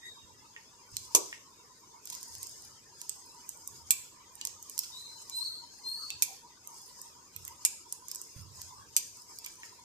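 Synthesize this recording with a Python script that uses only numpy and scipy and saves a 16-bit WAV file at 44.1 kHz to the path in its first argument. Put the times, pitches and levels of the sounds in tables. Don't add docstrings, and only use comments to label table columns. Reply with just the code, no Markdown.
import sys
import numpy as np
from scipy import signal
from scipy.io import wavfile
from scipy.ndimage import uniform_filter1d

SR = 44100
rng = np.random.default_rng(int(sys.argv[2]) if len(sys.argv) > 2 else 0)


def master_out(mix):
    frames = np.transpose(np.atleast_2d(mix))
    ceiling = np.clip(frames, -1, 1)
    pcm = np.round(ceiling * 32767).astype(np.int16)
    wavfile.write(sys.argv[1], SR, pcm)


N = 433944
TIME = np.arange(N) / SR
TAPS = 4096
BINS = np.fft.rfftfreq(TAPS, 1 / SR)

# [t/s, level/dB, the armature's low, middle and top mode f/Hz,
# contact chatter level/dB, push on the board level/dB, lingering ring level/dB]
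PULL_INS = [(3.907, 3.5, 7500, 9700, 13570, 0.5, -49.5, -16),
            (6.2228, 2.2, 6770, 9700, 12850, -2.5, -46.5, -18.5),
            (7.6506, 1.5, 7060, 8350, 11350, -0.5, -49.5, -20.5),
            (8.9656, 3, 6270, 9130, 12550, -3.5, -48, -29)]
# [f/Hz, width/Hz, level/dB]
CASE_MODES = [(2360, 120, -1), (2610, 210, -4.5), (3450, 270, -7), (4700, 340, -14), (6190, 232, -17),
              (7420, 1300, -0.5)]
# [f/Hz, level/dB]
PLASTIC_COLOUR = [(300, -19), (1600, -14.5), (2400, 2), (5500, 4), (7500, 7), (10000, 3.5), (13800, 10)]


def amp(db):
    return 10 ** (np.asarray(db) / 20)


def evened(x):
    return x / np.sqrt(np.mean(x ** 2) + 1e-20)


def unit(x):
    return x / np.linalg.norm(x, axis=-1, keepdims=True)


def read(points, hz):
    f, value = np.transpose(points)
    return np.interp(np.log(hz + 1), np.log(f + 1), value)


def add(mix, s, sound):
    part = mix[:, max(round(s * SR), 0):][:, :sound.shape[-1]]
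    part += sound[..., :part.shape[1]]


def convolve(a, b):
    return signal.fftconvolve(np.atleast_2d(a), np.atleast_2d(b), axes=1)


def impulse(db):
    log_gain = np.log(amp(np.maximum(db, db.max() - 100)))
    circle = np.r_[log_gain, log_gain[-2:0:-1]]
    return np.fft.ifft(np.exp(np.conj(signal.hilbert(circle)))).real


def resonances(modes):
    power = 0
    for hz, width, db in modes:
        detuning = (BINS ** 2 - hz ** 2) / (width * (BINS + 1))
        power = power + amp(db) ** 2 / (1 + detuning ** 2)
    return 10 * np.log10(power)


def top_treble(edge_hz=9500):
    return 1 / (1 + (edge_hz / (BINS + 1)) ** 8)


def scatter(t60, size=2 * TAPS):
    t = np.arange(size) / SR
    cloud = rng.standard_normal((2, size)) * amp(-60 * t / t60)
    return unit(cloud * (1 - np.exp(-t / .001)))


def room(delay=0.0043):
    # [f/Hz, t60/s, level/dB]
    reverb = np.array([(306, 0.32, 5.5), (1170, 0.44, -1.5), (2350, 0.34, 4.5), (3140, 0.49, 4.5),
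                       (4960, 0.59, 4.5), (13300, 0.47, -5)])
    hz, t = np.fft.rfftfreq(256, 1 / SR), np.arange(0, .8, 128 / SR)
    a, b = rng.standard_normal((2, 2, len(hz), len(t)))
    t60, db = (read(reverb[:, [0, k]], hz)[:, None] for k in (1, 2))
    tail = signal.istft((a + 1j * b) * amp(db - 60 * t / t60), SR, nperseg=256)[1]
    build_up = 1 - np.exp(-(np.arange(tail.shape[1]) / SR / delay) ** 2)
    return unit(tail * build_up)


def heard(sound, direct_db, near_db, near_t60, room_db):
    path = amp(room_db) * room()
    add(path, 0, amp(near_db) * scatter(near_t60))
    path[[0, 1], [8, 0]] += amp(direct_db)
    return convolve(sound, path)


def rubbing(uneven_db=2.0, rise_s=0.016, fade_s=0.2):
    # [start t/s, end t/s, rub level/dB]
    grips = [(0.889, 1.25, -62.5), (2.067, 2.559, -57), (2.94, 3.427, -63), (3.46, 3.795, -62.5),
             (4.62, 5.46, -61), (5.68, 6.15, -63.5), (6.687, 7.046, -61), (7.374, 7.574, -62.5),
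             (8.075, 8.32, -60.5), (8.53, 8.608, -57), (9.134, 9.69, -61.5)]
    power = np.zeros(N)
    for start, end, db in grips:
        swell = 1 - np.exp(-np.maximum(TIME - start, 0) / rise_s)
        fade = np.exp(-np.maximum(TIME - end, 0) / fade_s)
        power += (amp(db) * swell * fade) ** 2
    uneven = evened(uniform_filter1d(rng.standard_normal(N), size=1500))
    return np.sqrt(power) * amp(uneven_db * uneven)


def background(air_db=-59, hiss_db=-59.5, patch_db=1.9, flicker_db=5.0, top_follow=0.52):
    # [f/Hz, level/dB per Hz]
    air_colour = [(28, -45), (45, -26), (90, 4), (150, -4), (250, -4), (420, -3.5), (700, -17.5),
                  (850, -11.5), (960, 3), (1100, -9), (1500, -17.5), (2500, -18.5), (4000, -20),
                  (9000, -27.5)]
    # [f/Hz, level/dB per Hz]
    hiss_colour = [(1400, -7), (2200, -11), (3200, -27), (4300, -5.5), (5200, 7), (5700, -4.5), (6400, 5),
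                   (9500, -4.5), (14500, -8)]
    # [f/Hz, left-right correlation]
    likeness = [(50, 0.75), (300, 0.94), (1200, 0.12), (2500, 0.019)]
    hz, t = np.fft.rfftfreq(1024, 1 / SR), np.arange(N // 256 + 5) * 256 / SR
    a, b, c, d, patches, flicker = rng.standard_normal((6, len(hz), len(t)))
    patches = evened(uniform_filter1d(uniform_filter1d(patches, size=3, axis=0), size=7, axis=1))
    flicker = evened(uniform_filter1d(uniform_filter1d(flicker, size=3, axis=0), size=5, axis=1))

    same = np.clip(read(likeness, hz), -1, 1)[:, None]
    left = a + 1j * b
    right = same * left + np.sqrt(1 - same ** 2) * (c + 1j * d)
    z = np.array([left, right])

    level_db = 20 * np.log10(np.hypot(amp(hiss_db), np.interp(t, TIME, rubbing())))
    off_centre = np.minimum(abs(np.log2((hz + 1) / 6000)), 1)
    broaden_db = top_follow * np.outer(off_centre, level_db - level_db.mean())
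    restless = np.clip(hz / 1000, 0, 1)[:, None]
    air = z * amp(read(air_colour, hz)[:, None] + restless * (patch_db * patches + flicker_db * flicker))
    hiss = 1j * z * amp(read(hiss_colour, hz)[:, None] + patch_db * patches + broaden_db)
    air, hiss = (evened(signal.istft(v, nperseg=1024, noverlap=768)[1][:, :N]) for v in (air, hiss))
    return amp(air_db) * air + amp(np.interp(TIME, t, level_db)) * hiss


def bird(waver=0.0066, flutter=0.0075, second_db=-7, third_db=-6, echo_s=0.11, echo_db=-9):
    # [t/s, length/s, starting f/Hz, leap in pitch/Hz (negative is down), time until the leap/s, level/dB]
    chirps = [(0.0, 0.14, 3700, -10, 0.11, -66.5), (4.903, 0.22, 3746, 246, 0.061, -62),
              (5.309, 0.17, 4045, 220, 0.115, -50), (5.829, 0.25, 4172, 209.5, 0.12, -53)]
    climb_hz_per_s, leap_s = 553, 0.0095
    rise_s, fade_db_per_s = 0.055, 58
    mix = np.zeros((2, N))
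    for s, length, hz, leap_hz, leap_at, db in chirps:
        t = np.arange(0, length, 1 / SR)
        fast, slow = (evened(uniform_filter1d(rng.standard_normal(SR), size=size))[:len(t)]
                      for size in (90, 600))
        leap = .5 + .5 * np.tanh((t - leap_at) / leap_s)
        pitch = (hz + climb_hz_per_s * t + leap_hz * leap) * (1 + waver * fast + flutter * slow)
        phase = 2 * np.pi * np.cumsum(pitch) / SR
        swell = np.minimum(t / rise_s, 1) * amp(-fade_db_per_s * np.maximum(t - rise_s, 0))
        tone = sum(amp(level) * swell ** k * np.sin(k * phase)
                   for k, level in enumerate([0, second_db, third_db], 1))
        for delay, path_db in ((0, 0), (echo_s, echo_db)):
            call = amp(db + path_db) * tone * signal.windows.tukey(len(t), .1)
            add(mix, s + delay, heard(call, direct_db=10, near_db=6.5, near_t60=0.06, room_db=6.5))
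    return mix


def hollows(width_hz=130, seconds=0.12):
    # [t/s, f/Hz, level/dB]
    hollow_tones = [(0.0, 1917, -50), (1.904, 973, -56), (5.97, 1250, -53), (6.26, 775, -54),
                    (6.669, 937, -55), (8.661, 970, -54.5), (8.743, 1106, -55), (8.775, 1610, -65)]
    mix, swell = np.zeros((2, N)), signal.windows.hann(round(seconds * SR))
    for s, hz, db in hollow_tones:
        narrow = impulse(2 * resonances([(hz, width_hz, 0)]))
        band = convolve(rng.standard_normal((2, SR)), narrow)
        add(mix, s, amp(db) * swell * evened(band[:, TAPS:TAPS + len(swell)]))
    return mix


def bumps(rise=0.003):
    # [t/s, level/dB, t60/s], each cut off after 1 s
    hand_bumps = [(0.221, -58.5, 1.3), (0.921, -52.5, 1.1), (2.3, -59, 2.6), (3.699, -56.5, 1.5),
                  (6.129, -55, 0.56), (4.439, -59.5, 0.78), (7.352, -52, 0.81), (8.361, -38.5, 0.42),
                  (8.448, -53.5, 2.7)]
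    # [f/Hz, level/dB]
    rumble_colour = [(35, -61), (55, -2.5), (90, 9.5), (160, -5), (330, -39.5)]
    mix, t = np.zeros((2, N)), TIME[:SR]
    for s, db, t60 in hand_bumps:
        noise = convolve(rng.standard_normal(SR), impulse(read(rumble_colour, BINS)))[0]
        rumble = evened(noise[TAPS // 2:][:SR])
        envelope = amp(db - 60 * t / t60) * (1 - np.exp(-t / rise))
        add(mix, s, envelope * rumble * amp([[-6], [4]]))
    return mix


def knocks():
    # [t/s, level/dB]
    soft_knocks = [(0.564, -36), (1.328, -30.5), (9.633, -36.5)]
    # [f/Hz, width/Hz, level/dB]
    knock_modes = [(1850, 93, 7.5), (2150, 100, 1.5), (2710, 330, -3), (3500, 220, -12)]
    ring = unit(impulse(resonances(knock_modes) - 25 * top_treble(edge_hz=4300)))
    mix = np.zeros((2, N))
    for s, db in soft_knocks:
        add(mix, s, amp(db) * heard(ring, direct_db=15, near_db=8, near_t60=0.14, room_db=6))
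    return mix


def facet(width_hz=350):
    return unit(impulse(resonances([(rng.uniform(5000, 11000), width_hz, 0)])))


def plastic(full_db, top_db=-5):
    body_db = full_db * (1 - top_treble(edge_hz=5050))
    return unit(impulse(read(PLASTIC_COLOUR, BINS) + top_db * top_treble() + body_db))


def sleeve(per_s=60, spread_db=5, over_rub_db=16, count=12):
    chosen = rng.random(N) < per_s / SR
    strength_db = over_rub_db + spread_db * np.minimum(rng.exponential(1, N), 2)
    snaps = rubbing() * chosen * amp(strength_db)
    facets = [unit(facet() + plastic(full_db=-7.5)) for _ in range(count)]
    crackle = np.zeros((2, N))
    for at in np.flatnonzero(snaps):
        add(crackle, at / SR, snaps[at] * facets[at % count])
    placed = heard(crackle, direct_db=2, near_db=-8, near_t60=0.036, room_db=-14)[:, :N]
    return placed * amp([[-2], [2]])


def in_hand(sound):
    return heard(sound, direct_db=9.5, near_db=-1, near_t60=.03, room_db=-1) * amp([[-2.5], [2.5]])


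def keys(full_db=-4, give_t60=0.0066):
    # [t/s, clack level/dB, top treble level/dB, shell ring level/dB, factor on the shell modes' f]
    presses = [(0.9679, -18, -5.5, -31, 1.6), (4.413, -28.5, -18, -30, 1.13),
               (6.1038, -25, -13, -22.5, 1.02), (7.3632, -20.5, 7, -39, 0.97), (7.479, -22.5, 7, -34, 0.79),
               (9.4621, -23.5, 1, -30.5, 0.9)]
    # [f/Hz before that factor, width/Hz, level/dB]
    shell_modes = [(2580, 53, 1.5), (3600, 260, -10.5)]
    mix = np.zeros((2, N))
    for s, db, top_db, ring_db, tune in presses:
        ring = unit(impulse(resonances([(hz * tune, width, level) for hz, width, level in shell_modes])))
        clack = unit(scatter(give_t60, size=TAPS) + signal.unit_impulse(TAPS))
        add(mix, s, amp(db) * in_hand(convolve(clack, plastic(full_db, top_db))))
        add(mix, s, amp(ring_db) * heard(ring, direct_db=7, near_db=1, near_t60=.06, room_db=-3))
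    return mix


def relay_blow(armature_hz, treble_db=0, crack_db=-10):
    # [width/Hz, level/dB]
    armature = [(650, 7.5), (850, 7.5), (850, 11)]
    modes = CASE_MODES + [(hz, width, db) for hz, (width, db) in zip(armature_hz, armature)]
    ring = impulse(resonances(modes) + treble_db * top_treble())
    crack = impulse(read(PLASTIC_COLOUR, BINS) + treble_db * top_treble())
    return unit(unit(ring) + amp(crack_db) * unit(crack))


def board_thud(edge_hz=1350):
    # [f/Hz, width/Hz, level/dB]
    board_modes = [(314, 15, 3.5), (388, 33, 4), (480, 120, -0.5), (630, 48, -4), (970, 52, 2.5),
                   (1128, 53, -1.5)]
    return unit(impulse(resonances(board_modes) - 10 * np.log10(1 + (BINS / edge_hz) ** 16)))


def drop_out(start_s=1.1492, spread=.0034, count=8):
    # [level/dB, top treble level/dB, push on the board level/dB]
    db, treble_db, push_db = (-0.74, -3.5, -12.5)
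    mix = np.zeros((2, N))
    for k in range(count):
        armature_hz = np.array(PULL_INS[k % len(PULL_INS)][2:5]) * rng.uniform(.88, 1.05)
        click = relay_blow(armature_hz, treble_db)
        at = start_s + spread * (k + rng.random()) / count
        add(mix, at, amp(db) * heard(click, direct_db=-1.5, near_db=-3.5, near_t60=0.09, room_db=-16.5))
    thud = heard(board_thud(), direct_db=9.5, near_db=7.0, near_t60=0.21, room_db=8)
    add(mix, start_s, amp(push_db) * thud)
    return mix


def ticks(rattle_db=-4, facet_db=-9):
    # [t/s, level/dB, fullness/dB: near 0 a broad clack, far below it a thin tick]
    loud_snaps = [(2.0555, -29, -33), (2.0735, -32.5, -1), (2.101, -27, -5), (2.151, -30, -6),
                  (2.23, -29.5, -9), (2.3522, -33, -3), (2.4302, -26, -27), (2.4698, -33, -17),
                  (3.0157, -27, -7), (3.0945, -21.5, -8.5), (3.492, -23, -24.5), (3.6756, -23.5, -29),
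                  (4.3545, -35, -15), (4.4518, -19, -9), (4.4722, -23.5, -8), (4.627, -32, -24),
                  (4.6973, -28.5, -20), (4.779, -21.5, -5), (4.7909, -12.5, -21), (5.2976, -29, -11),
                  (6.6738, -26.5, -38), (7.0162, -30.5, -25), (7.451, -29, -26), (7.925, -20, -18),
                  (8.0843, -27.5, -31), (8.1151, -22, -19), (8.1487, -27, -27), (8.158, -27, -24),
                  (8.216, -28, -27), (8.617, -29.5, -5), (9.3872, -29, -31)]
    mix = np.zeros((2, N))
    for s, db, full_db in loud_snaps:
        snap = amp(rattle_db) * scatter(0.006, size=TAPS) + signal.unit_impulse(TAPS)
        colour = unit(plastic(full_db) + amp(facet_db) * facet())
        add(mix, s, amp(db) * in_hand(convolve(snap, colour)))
    return mix


def scrapes(slips_per_s=1500, full_db=-1, top_db=-8):
    # [t/s, length/s, level/dB]
    finger_slips = [(2.117, 0.035, -26), (2.423, 0.015, -32.5), (4.827, 0.028, -28), (8.093, 0.011, -42),
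                    (9.443, 0.0086, -28.5)]
    mix = np.zeros((2, N))
    for s, length, db in finger_slips:
        chance, force = rng.random(TAPS), rng.standard_normal(TAPS)
        swell = np.sin(np.pi * np.minimum(TIME[:TAPS] / length, 1))
        catches = unit(force * (chance < slips_per_s / SR) * swell)
        add(mix, s, amp(db) * in_hand(convolve(catches, plastic(full_db, top_db))))
    return mix


def pull_ins(chatter_t60=0.0052, push_hz=900, ring_t60=0.38, rebound_db=-22, rebound_s=0.0039, count=3):
    mix = np.zeros((2, N))
    push = unit(impulse(resonances([(push_hz, push_hz, 0)])))
    ring = unit(impulse(2 * resonances(CASE_MODES[:2])))
    for s, db, *armature_hz, chatter_db, push_db, ring_db in PULL_INS:
        blows = amp(chatter_db) * scatter(chatter_t60)
        blows[:, 0] += 1
        click = convolve(blows, relay_blow(armature_hz))
        rebound_times = np.cumsum(rebound_s * (.5 + rng.random(count)))
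        for k, at in enumerate(rebound_times, 1):
            rebound = relay_blow(np.array(armature_hz) * rng.uniform(.9, 1.1))
            add(click, at, amp(rebound_db) / np.sqrt(k) * rebound)
        add(mix, s, amp(db) * heard(click, direct_db=-1.5, near_db=-3.5, near_t60=0.071, room_db=-13.5))
        add(mix, s, amp(ring_db) * convolve(ring, scatter(ring_t60)))
        add(mix, s, amp(push_db) * heard(push, direct_db=-1, near_db=26.5, near_t60=0.018, room_db=8.0))
    return mix


def scene():
    outside_and_air = background() + bird() + hollows()
    handling = bumps() + knocks()
    remote = sleeve() + keys() + ticks() + scrapes()
    relays = drop_out() + pull_ins()
    return outside_and_air + handling + remote + relays


def suppress(x, depth_db=6.5, knee_db=2.5):
    hz, _, z = signal.stft(x, SR, nperseg=1024, noverlap=768)
    power = (abs(z) ** 2).mean(0)
    power = uniform_filter1d(uniform_filter1d(power, size=11, axis=1), size=3, axis=0)
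    level_db = 10 * np.log10(abs(power) + 1e-20)
    over_db = level_db - np.percentile(level_db, 20, axis=1, keepdims=True)
    shut = .5 - .5 * np.tanh(over_db - knee_db)
    cut_db = depth_db * shut * np.clip(hz / 2000, 0, 1)[:, None]
    return signal.istft(z * amp(-cut_db), nperseg=1024, noverlap=768)[1][:, :N]


def record(dry, edge_hz=14400):
    # [f/Hz, level/dB]
    left_port = [(100, -5), (2400, 1), (6200, 10), (8200, 2), (10500, -3), (13000, -8.5), (14500, -9.5)]
    # [f/Hz, level/dB]
    right_port = [(100, -6), (6200, 5.5), (8200, 6.5), (11200, 0), (13200, 6), (14500, 4)]
    ports = np.array([impulse(read(port, BINS)) for port in (left_port, right_port)])
    coloured = convolve(dry, ports)[:, :N]
    clipped = np.clip(suppress(coloured), -1, 1)
    low_pass = signal.firwin(321, edge_hz, window=("kaiser", 8), fs=SR)
    return signal.oaconvolve(clipped, low_pass[None], "same")


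dry = scene()
out = record(dry)
master_out(out)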